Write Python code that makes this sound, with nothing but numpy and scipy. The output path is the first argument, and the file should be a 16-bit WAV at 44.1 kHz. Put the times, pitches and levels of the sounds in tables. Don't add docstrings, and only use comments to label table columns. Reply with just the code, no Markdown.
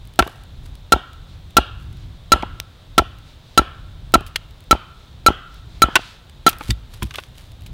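import sys
import numpy as np
from scipy import signal
from scipy.fft import rfft, irfft, next_fast_len
from scipy.io import wavfile
from scipy.ndimage import map_coordinates

SR = 44100
rng = np.random.default_rng(int(sys.argv[2]) if len(sys.argv) > 2 else 0)


def dump_mix(stems):
    frames = np.atleast_2d(stems).T
    limited = np.clip(frames, -1, 1)
    pcm = np.round(limited * 32767).astype(np.int16)
    wavfile.write(sys.argv[1], SR, pcm)


N = 340893
TIME_S = np.arange(N) / SR
AGE_S = np.arange(SR // 3) / SR


def amp(db):
    return 10 ** (np.asarray(db) / 20)


def along(points, hz):
    point_hz, values = np.transpose(points)
    return np.interp(np.log(hz + 1), np.log(point_hz + 1), values)


def add(track, start_s, sound):
    start = max(round(start_s * SR), 0)
    track[start:start + len(sound)] += sound[:max(N - start, 0)]


def coloured(x, spectrum):
    size = next_fast_len(len(x) + 4096)
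    gain = amp(along(spectrum, np.fft.rfftfreq(size, 1 / SR)))
    shaped = irfft(rfft(x, size) * gain, size)[:len(x)]
    return shaped / np.sqrt(np.mean(shaped ** 2) + 1e-20)


def low_cut(x, hz):
    return signal.lfilter(*signal.butter(2, hz, "high", fs=SR), x)


def fade(t60_s):
    return np.exp(-np.log(1000) * AGE_S / t60_s)


def ring(modes, detune, scatter_db=1.5):
    return sum(amp(db + scatter_db * rng.normal()) * fade(t60_s)
               * np.sin(2 * np.pi * hz * (1 + detune * rng.normal()) * AGE_S)
               for hz, db, t60_s in modes)


def clumps(count, hold_samples, spread_db):
    return amp(spread_db * np.repeat(np.clip(rng.standard_normal(count), -2, 2), hold_samples))


# time_s, level_db
WIND_LEVEL = [(0.0, -42.5), (2.33, -36.5), (2.67, -46), (3.05, -37.5), (3.4, -47), (4.17, -36),
              (4.28, -43.5), (7.45, -41.5), (7.73, -40)]
# freq_hz, density_db
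WIND_SPECTRUM = [(12, -32.5), (20, 3.5), (43, 5.5), (77, 1.5), (107, -0.5), (150, -7), (214, -21),
                 (248, -19), (400, -27.5), (520, -68.5), (880, -120)]
# freq_hz, density_db
HISS_SPECTRUM = [(150, 8.5), (300, -0.5), (600, 0), (1000, -3), (2000, -8.5), (2800, -7.5), (3700, -0.5),
                 (4500, -9.5), (5500, -15.5), (8000, -19.5), (12000, -26), (16000, -21.5)]


def wind_and_hiss(lift_db=3.5, gust_db=3, gust_knots_per_s=4.4):
    gusts = map_coordinates(rng.standard_normal(200), [TIME_S * gust_knots_per_s], mode="wrap")
    wind_db = np.interp(TIME_S, *np.transpose(WIND_LEVEL)) + lift_db + gust_db * gusts
    rumble = low_cut(coloured(rng.standard_normal(N), WIND_SPECTRUM), hz=30.8)
    hiss = coloured(rng.standard_normal(N), HISS_SPECTRUM)
    return amp(wind_db) * rumble + amp(-50) * hiss


# freq_hz, t60_s
ECHO_DECAY = [(100, 0.27), (600, 0.46), (1400, 0.77), (3200, 0.52), (6000, 0.32), (14000, 0.35)]
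# freq_hz, gain_db
ECHO_SPECTRUM = [(80, -0.5), (400, -4), (750, -1.5), (1050, 1), (1340, -3.5), (1700, -2), (2200, -2.5),
                 (3100, 5), (4200, -3), (6000, -2), (15000, -10)]


def tree_echo(sound):
    hz, t, noise = signal.stft(rng.standard_normal(SR), SR, nperseg=256)
    decay = np.exp(-np.log(1000) * t / along(ECHO_DECAY, hz)[:, None])
    onset = 1 - np.exp(-t / 0.0044)
    colour = amp(along(ECHO_SPECTRUM, hz))[:, None]
    _, tail = signal.istft(noise * decay * onset * colour, SR, nperseg=256)
    return signal.fftconvolve(sound, tail / np.linalg.norm(tail))


def echoed(sound, echo_db):
    out = amp(echo_db) * tree_echo(sound)
    out[:len(sound)] += sound
    return out


# peak_s, level_db, half_width_s
SWISHES = [(1.32, -55, 0.041), (2.016, -57, 0.065), (3.294, -53.5, 0.052), (3.53, -55, 0.1),
           (5.04, -59, 0.086), (5.558, -53.5, .06), (5.755, -54, 0.069), (6.034, -43.5, .12)]
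# freq_hz, density_db
CLOTH_SPECTRUM = [(500, -11.5), (2000, 0), (4000, 5.5), (6000, -5), (8500, -12), (12000, -20),
                  (16000, -22.5)]


def sleeve():
    motion = sum(amp(db) * np.exp(-((TIME_S - peak_s) / half_width_s) ** 2)
                 for peak_s, db, half_width_s in SWISHES)
    return motion * coloured(rng.standard_normal(N), CLOTH_SPECTRUM)


# peak_s, level_db, release_s
RUSTLES = [(.24, -48, 0.3), (.66, -47.5, 0.053), (1.8, -57, 0.28), (6.51, -45.5, 0.19), (6.63, -43, 0.16),
           (6.70, -35.5, 0.03), (6.945, -40.5, 0.06), (7.034, -42.5, 0.15), (7.18, -43, .16),
           (7.379, -47.5, 0.23)]
# freq_hz, density_db
LITTER_SPECTRUM = [(300, -3), (1500, 2), (4000, 2.5), (6500, -5), (10000, -5.5), (16000, -12)]


def litter(attack_s=0.05, range_db=28, grains_per_s=3500):
    stir = sum(amp(db - range_db * np.maximum((peak_s - TIME_S) / attack_s,
                                              (TIME_S - peak_s) / release_s))
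               for peak_s, db, release_s in RUSTLES)
    grains = rng.standard_normal(N) * (rng.random(N) < grains_per_s / SR)
    sizes = clumps(N // 150 + 1, hold_samples=150, spread_db=3.5)[:N]
    return stir * coloured(grains * sizes, LITTER_SPECTRUM)


# freq_hz, density_db
CRACK_SPECTRUM = [(300, -17.5), (1000, -6), (3200, 5), (6000, -10.5), (10000, -13), (16000, -20)]


def crack(t60_s, tilt_db_per_oct, spread_db=4):
    length = len(AGE_S)
    sizes = clumps(length, hold_samples=12, spread_db=spread_db)[:length]
    spectrum = [(hz, db + tilt_db_per_oct * np.log2(hz / 3000)) for hz, db in CRACK_SPECTRUM]
    return coloured(sizes * rng.standard_normal(length), spectrum) * fade(t60_s)


# start_s, level_db, t60_s, tilt_db_per_oct
SNAPS = [(.074, -37, 0.0073, 7), (0.275, -34, 0.014, 8), (2.4251, -24.5, .019, -6),
         (2.6009, -18, 0.0089, 2), (4.2647, -36.5, 0.073, 5.5), (4.3592, -10, 0.023, 0),
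         (6.478, -7, .038, -3), (6.491, -5.5, 0.015, 15), (6.496, -18, 0.031, 3.5),
         (6.585, -26.5, 0.0088, 10), (6.704, -17, 0.02, -3), (7.028, -17, 0.022, 4.5),
         (7.14, -29, 0.031, 1), (7.1566, -22, 0.019, 0.5), (7.2366, -29, 0.0091, 0),
         (7.5185, -37, 0.011, 5), (7.6627, -36.5, 0.049, 4)]


def splinters(ticks_per_s=3, tick_min_db=-44.75, tick_range_db=7):
    out = np.zeros(N)
    for start_s, db, t60_s, tilt_db_per_oct in SNAPS:
        add(out, start_s, echoed(amp(db) * crack(t60_s, tilt_db_per_oct), echo_db=-31))
    for place, size in rng.random((round(ticks_per_s * N / SR), 2)):
        tick = crack(t60_s=0.012, tilt_db_per_oct=4.8)
        add(out, place * N / SR, amp(tick_min_db + tick_range_db * size) * tick)
    return out


# start_s, level_db
THUDS = [(6.692, -5.5), (6.7097, -10), (7.025, -8), (7.039, -11)]
# pitch_hz, level_db, t60_s
SOIL_MODES = [(58, -4, 0.14), (106.3, 0.5, 0.067), (196, -2.5, 0.041), (322, -17, 0.062)]


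def soil_thuds():
    out = np.zeros(N)
    for start_s, db in THUDS:
        thud = ring(SOIL_MODES, detune=0.052) * (1 - np.exp(-AGE_S / 0.0036))
        add(out, start_s, amp(db) * low_cut(thud, hz=35.2))
    return out


# start_s, level_db, pitch_ratio, tilt_db_per_oct
CLACKS = [(0.2243, -14.5, 0.98, -7.5), (0.2764, -27.5, 1.08, -8), (4.3585, -23.5, 1.2, 3),
          (5.9554, 7, 0.98, -2.5), (5.9621, -3.5, 1, -6), (6.53, -31, .9, 0.5), (6.609, -21, 0.796, -7.5),
          (6.7066, -20, 1.29, 7.5), (7.0227, -20, .92, -5), (7.1082, -30.5, 1.02, 1),
          (7.145, -27.5, 1.1, -3), (7.1842, -18.5, 0.97, -4.5)]
# pitch_hz, level_db, t60_s
PIECE_MODES = [(386, -18.5, 0.033), (620, -27, 0.016), (950, -36, 0.028), (1099, -5.5, 0.033),
               (1525, -1, 0.033), (1710, -7.5, 0.018), (2317, -21, 0.0092), (2770, -7, 0.046),
               (2990, -21, 0.065), (3605, 6, 0.01), (4610, 8.5, 0.003), (6100, -2.5, 0.0094)]


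def loose_wood():
    out = np.zeros(N)
    for start_s, db, pitch_ratio, tilt_db_per_oct in CLACKS:
        modes = [(hz * pitch_ratio, mode_db + tilt_db_per_oct * np.log2(hz / 1500), t60_s)
                 for hz, mode_db, t60_s in PIECE_MODES]
        piece = ring(modes, detune=0.008) * (1 - np.exp(-AGE_S / 0.0005))
        grit = low_cut(crack(t60_s=0.034, tilt_db_per_oct=tilt_db_per_oct - 3), hz=503)
        add(out, start_s, echoed(amp(db) * (piece + amp(-1) * grit), echo_db=-38))
    return out


# pitch_hz, level_db, t60_s
LOG_MODES = [(265, -10, 0.027), (352, -3.5, 0.025), (713, -3.5, 0.021), (835, -9.5, 0.04)]
# freq_hz, density_db
END_GRAIN_SPECTRUM = [(60, -17.5), (250, -7), (450, -8), (780, 3.5), (1200, -12), (2000, -16),
                      (4000, -27.5), (15000, -50)]


def log_knock(cutoff_hz):
    body = ring(LOG_MODES, detune=0.04)
    grain = coloured(rng.standard_normal(len(AGE_S)), END_GRAIN_SPECTRUM) * fade(0.022)
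    softened = signal.lfilter(*signal.butter(2, cutoff_hz, fs=SR), amp(-0.5) * grain - body)
    return low_cut(softened, hz=132)


# start_s, level_db, cutoff_hz
LOG_DROPS = [(0.2645, -22.5, 900), (2.4320, -11.5, 1730), (4.209, -23, 683), (5.8855, -16.5, 1200),
             (5.992, -27, 800)]


def rocking_log(bounce_delay_s=0.04):
    out = np.zeros(N)
    for start_s, *_, rebound_delay_s, rebound_db, bounce_db in BLOWS:
        add(out, start_s + rebound_delay_s, amp(rebound_db) * log_knock(cutoff_hz=1800))
        add(out, start_s + bounce_delay_s, amp(bounce_db) * log_knock(cutoff_hz=630))
    for start_s, db, cutoff_hz in LOG_DROPS:
        add(out, start_s, echoed(amp(db) * log_knock(cutoff_hz), echo_db=-29))
    return out


def ground_shudder(level_db=-8, pitch_hz=59, delay_s=0.017):
    out = np.zeros(N)
    shudder = fade(0.093) * (1 - np.exp(-AGE_S / 0.002)) * np.sin(2 * np.pi * pitch_hz * AGE_S)
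    for start_s, *_ in BLOWS[:-1]:
        add(out, start_s + delay_s, amp(level_db) * low_cut(shudder, hz=34))
    return out


# start_s, level_db, pitch_hz, body_rel_db, contact_rel_db, echo_rel_db,
# rebound_delay_s, rebound_db, bounce_db
BLOWS = [(0.1907, 6.5, 1351, 9.5, -4.5, -36, 0.012, -6, -36),
         (0.9218, 16, 1355, -1.5, -7, -37, 0.014, -3.5, -12),
         (1.5682, 15.5, 1355, -4, -2.5, -37, 0.016, -3, -28.5),
         (2.3195, 19, 1343, -9, -6, -35.5, 0.016, -2, -14.5),
         (2.9798, 12.5, 1336, 0.5, -5, -39.5, 0.012, 1.5, -18),
         (3.576, 18, 1341, -5, -8.5, -38, .0163, -4, -14.5),
         (4.1394, 15.5, 1332, -2.5, -7.5, -40, 0.014, 2.5, -20),
         (4.7102, 16, 1333, -10, -8, -37.5, .0178, -4.5, -17),
         (5.2634, 19.5, 1343, -10, -8, -36.5, 0.021, -7, -11),
         (5.8199, 21, 1337, -10, -10, -39.5, 0.019, -10.5, -25),
         (6.465, 18.5, 1337, -1.5, -11.5, -43, 0.014, -10, -35)]
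# pitch_hz, level_db, t60_s
BATON_MODES = [(352, -10.5, .02), (746, 2.5, 0.012), (1128, -9.5, 0.023), (1531, -7.5, 0.019),
               (2845, -10.5, 0.016), (3467, -13, 0.0053)]


def baton_blows(bark_db=-33.5):
    out = np.zeros(N)
    for start_s, db, pitch_hz, body_rel_db, contact_rel_db, echo_rel_db, rebound_delay_s, *_ in BLOWS:
        muting = np.exp(-np.maximum(AGE_S - rebound_delay_s, 0) / 0.0074)
        tone = fade(0.051) * muting * np.sin(2 * np.pi * pitch_hz * AGE_S)
        push = amp(10) * fade(0.0043) * np.sin(2 * np.pi * 480 * AGE_S)
        body = amp(body_rel_db) * ring(BATON_MODES, detune=0.018)
        contact = amp(contact_rel_db) * crack(t60_s=0.024, tilt_db_per_oct=-1, spread_db=0.5)
        wood = low_cut(push + body + contact, hz=186.5)
        add(out, start_s, amp(db) * (tone + wood))
        bark_crumbs = crack(t60_s=0.07, tilt_db_per_oct=1.5)
        add(out, start_s + rebound_delay_s, amp(bark_db) * bark_crumbs)
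        to_trees = amp(1) * tone * fade(0.05) + amp(0.5) * contact + amp(-6) * (body + push)
        add(out, start_s, amp(db + echo_rel_db) * tree_echo(to_trees))
    return out


def scene():
    chopping = baton_blows() + rocking_log() + ground_shudder()
    debris = loose_wood() + soil_thuds() + splinters() + litter()
    return (chopping + debris + sleeve() + wind_and_hiss())[None]


def record(dry, clip_db=-4, ceiling_db=-4.5, cutoff_hz=15900):
    oversampled = signal.resample_poly(dry, 2, 1, axis=-1)
    clipped = np.clip(oversampled / amp(clip_db), -1, 1) * amp(ceiling_db)
    downsampled = signal.resample_poly(clipped, 1, 2, axis=-1)
    lowpass = signal.firwin(255, cutoff_hz, fs=SR)
    return signal.fftconvolve(downsampled, lowpass[None], mode="same", axes=1)


dry = scene()
out = record(dry)
dump_mix(out)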